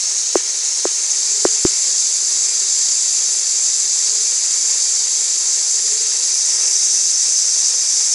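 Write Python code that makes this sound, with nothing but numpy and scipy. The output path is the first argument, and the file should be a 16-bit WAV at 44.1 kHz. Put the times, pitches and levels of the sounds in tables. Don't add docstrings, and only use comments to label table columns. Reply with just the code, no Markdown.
import sys
import numpy as np
from scipy import signal
from scipy.fft import rfft, irfft
from scipy.io import wavfile

SR = 44100
rng = np.random.default_rng(int(sys.argv[2]) if len(sys.argv) > 2 else 0)


def persist_wave(psi):
    counts = np.round(np.clip(psi, -1, 1) * 32767).astype(np.int16)
    wavfile.write(sys.argv[1], SR, np.atleast_2d(counts).T)


N = 358974
T = np.arange(N) / SR
HZ = np.fft.rfftfreq(N, 1 / SR)


def amp(db):
    return 10 ** (np.asarray(db) / 20)


def unit(x):
    return x / np.sqrt(np.mean(x ** 2) + 1e-20)


def colour(points):
    hz, db = np.transpose(points)
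    return np.interp(np.log(HZ + 1), np.log(hz + 1), db)


def resonances(modes):
    return sum(db / (1 + (2 * (HZ - hz) / width_hz) ** 2) for hz, width_hz, db in modes)


def shaped(x, db):
    return unit(irfft(rfft(x) * amp(db), N))


def wander(rate_hz):
    return shaped(rng.standard_normal(N), -10 * np.log10(1 + (HZ / rate_hz) ** 4))


def low_cut(x, hz):
    return signal.sosfilt(signal.cheby1(5, .7, hz, "high", fs=SR, output="sos"), x)


def enclosure(x, t60_s, delay_s, build_s=1 / SR):
    t = T[:SR // 2]
    onset = np.clip((t - delay_s) / build_s, 0, 1)
    tail = rng.standard_normal(len(t)) * amp(-60 * t / t60_s) * onset
    return signal.fftconvolve(x, tail / np.linalg.norm(tail))[:N]


def turbulence(ripple_db=-16):
    air = rng.standard_normal(N)
    return air + amp(ripple_db) * enclosure(air, t60_s=.15, delay_s=.002)


# (frequency [Hz], width [Hz], gain [dB])
JET_MODES = [(3760, 100, 4), (4390, 140, -2.5), (4560, 100, 1.5), (4990, 114, 4), (5060, 140, -3.5),
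             (5395, 79, 4.5), (6330, 250, 2), (6960, 200, -1), (7370, 160, 0.5), (7800, 90, 1),
             (8100, 170, -3), (9140, 250, 2), (9600, 250, -2), (9850, 130, 2), (10480, 300, -3),
             (11050, 220, 6.5)]
# (frequency [Hz], relative level [dB])
BACK_SPECTRUM = [(1760, -49), (3000, -22.5), (3440, -25), (4260, -9), (4850, -17), (5300, -7), (6640, 0),
                 (7350, -12), (7890, -8.5), (8420, -15), (9310, -14.5), (10900, -30), (12400, -54),
                 (16100, -77), (22000, -120)]
# (frequency [Hz], relative level [dB])
CLOSE_SPECTRUM = [(1760, -60), (3000, -24.5), (4040, -12), (4790, -2.5), (5400, -5), (6150, 2.5), (6720, 1),
                  (7300, 3.5), (7610, 0.5), (8370, -9), (9370, -13.5), (10100, -12), (10700, -24.5),
                  (11400, -32.5), (12400, -49), (16100, -84), (22000, -120)]
# (frequency [Hz], relative level [dB])
SIDE_SPECTRUM = [(1760, -69), (3000, -44.5), (3280, -30), (3610, -25), (3850, -16), (4280, -46),
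                 (4440, -22), (4790, -3.5), (6150, 9), (6800, -4.5), (7570, -8), (8270, -3), (9940, -16),
                 (11400, -29), (12400, -46), (16100, -78), (22000, -120)]
# (time [s], place [0 back, 1 close, 2 side])
MIC_PATH = [(0, .46), (.8, 0.49), (1.35, 0.94), (2.1, 1.01), (6.2, 1.05), (6.4, 1.35), (6.75, 1.52),
            (7.15, 1.34), (8.14, 1.37)]


def jet(close_db=-16.5, db_per_place=4, spindle_hz=6.67, turn_db=.21, half_turn_db=.08, eddy_db=.92):
    spectrum = rfft(turbulence()) * amp(resonances(JET_MODES))
    centres_hz, spacing_hz = np.linspace(0, 16000, 13, retstep=True)
    air = np.zeros(N)
    for hz in centres_hz:
        band = irfft(spectrum * np.maximum(1 - abs(HZ - hz) / spacing_hz, 0), N)
        air += band * amp(eddy_db * wander(14))
    place = np.interp(T, *np.transpose(MIC_PATH))
    hiss = np.zeros(N)
    for k, view in enumerate([BACK_SPECTRUM, CLOSE_SPECTRUM, SIDE_SPECTRUM]):
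        weight = np.maximum(1 - abs(place - k), 0)
        hiss += weight * shaped(air, colour(view))
    angle = 2 * np.pi * spindle_hz * (T - .048)
    tool_db = turn_db * np.cos(angle) + half_turn_db * np.cos(2 * angle)
    drift_db = .2 * wander(3)
    flutter_db = .45 * wander(70)
    return hiss * amp(close_db + db_per_place * (place - 1) + tool_db + drift_db + flutter_db)


# (frequency [Hz], relative level [dB])
RUSH_SPECTRUM = [(250, -1.5), (330, 0), (390, 1), (460, -1), (580, -4.5), (760, -5), (900, -1.5),
                 (1400, -1.5), (1800, -0.5), (2300, 0.5), (2900, -1.5), (3400, -4), (4300, -4.5),
                 (7000, -74)]
# (frequency [Hz], width [Hz], gain [dB])
PANEL_MODES = [(393, 11.6, 9.5), (503, 34, 6.5), (653, 23, 7.5), (842, 29, 5.5), (1004, 30, 4),
               (1316, 23, 4.5), (1425, 15, 2.5), (1684, 30, 3.5), (1788, 27, 7), (1922, 49, 7),
               (2132, 13, 10), (2173, 12, 12), (2275, 19, 6.5), (2315, 17, 7.5), (2390, 18, 9.5),
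               (2670, 74, 7.5), (3030, 16, 0), (3314, 20, 13)]
# (centre [s], half length [s], gain [dB])
SWELL = (6.6, 0.12, 3.3)


def rush(level_db=-39, drift_db=.25, flutter_db=.9):
    centre_s, half_s, peak_db = SWELL
    swell_db = peak_db * np.exp(-((T - centre_s) / half_s) ** 2)
    gain = amp(level_db + swell_db + drift_db * wander(2) + flutter_db * wander(25))
    return gain * shaped(turbulence(), colour(RUSH_SPECTRUM) + resonances(PANEL_MODES))


def rumble(level_db=-84, uneven_db=3, top_hz=300):
    return amp(level_db + uneven_db * wander(11)) * wander(top_hz)


# (time [s], push [dB], rise [s], polarity [+-1], thud [dB], low-pass [Hz])
KNOCK_HITS = [(.3548, 14.5, .0008, -1, -36, 1550), (.853, 7.5, .001, 1, -55, 2000),
              (1.4511, 18.5, .0016, 1, -38, 1850), (1.6513, -15, .0005, 1, 3.5, 4200)]


def knocks(ring_hz=358, thud_t60_s=.025, swing_gain=4, swing_s=.002):
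    out = np.zeros(N)
    for start_s, push_db, rise_s, polarity, thud_db, top_hz in KNOCK_HITS:
        t = np.maximum(T - start_s, 0)
        push = polarity * t / rise_s * np.exp(1 - t / rise_s)
        first_swing = 1 + swing_gain * np.exp(-t / swing_s)
        thud = np.sin(2 * np.pi * ring_hz * t) * amp(-60 * t / thud_t60_s) * first_swing
        knock = amp(push_db) * low_cut(push, ring_hz) + amp(thud_db) * thud
        out += signal.sosfilt(signal.butter(10, top_hz, fs=SR, output="sos"), knock)
    return out


def knock_echo(gain_db=5.5, band_hz=(1250, 3300)):
    impulses = np.zeros(N)
    impulses[[round(start_s * SR) for start_s, *_ in KNOCK_HITS]] = 1
    edges = signal.sosfilt(signal.butter(4, band_hz, "band", fs=SR, output="sos"), impulses)
    return amp(gain_db) * enclosure(edges, t60_s=.15, delay_s=.006, build_s=.015)


# (start [s], end [s], level [dB])
HUM_SWELLS = [(1.28, 1.635, -46.5), (4.05, 4.297, -48.5), (5.73, 6.16, -46)]


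def hum(pitch_hz=428, waver=.0086, rough_db=4):
    envelope = np.zeros(N)
    for start_s, end_s, level_db in HUM_SWELLS:
        progress = np.clip((T - start_s) / (end_s - start_s), 0, 1)
        envelope += amp(level_db) * np.sqrt(np.maximum(np.sin(np.pi * progress), 0))
    cycles = np.cumsum(pitch_hz * (1 + waver * wander(13.5))) / SR
    return envelope * unit(np.sin(2 * np.pi * cycles)) * amp(rough_db * wander(28))


def scene():
    machine = low_cut(jet() + rush() + hum(), hz=338)
    return (machine + knocks() + knock_echo() + rumble())[None]


def record(dry, ceiling=.73, release_db_per_s=3500, top_hz=15700):
    over_db = 20 * np.log10(np.maximum(abs(dry[0]) / ceiling, 1))
    release_db = T * release_db_per_s
    reduction_db = np.maximum.accumulate(over_db + release_db) - release_db
    low_pass = signal.firwin(511, top_hz, window=("kaiser", 9), fs=SR)
    return signal.oaconvolve(dry / amp(reduction_db), low_pass[None], "same")


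dry = scene()
out = record(dry)
persist_wave(out)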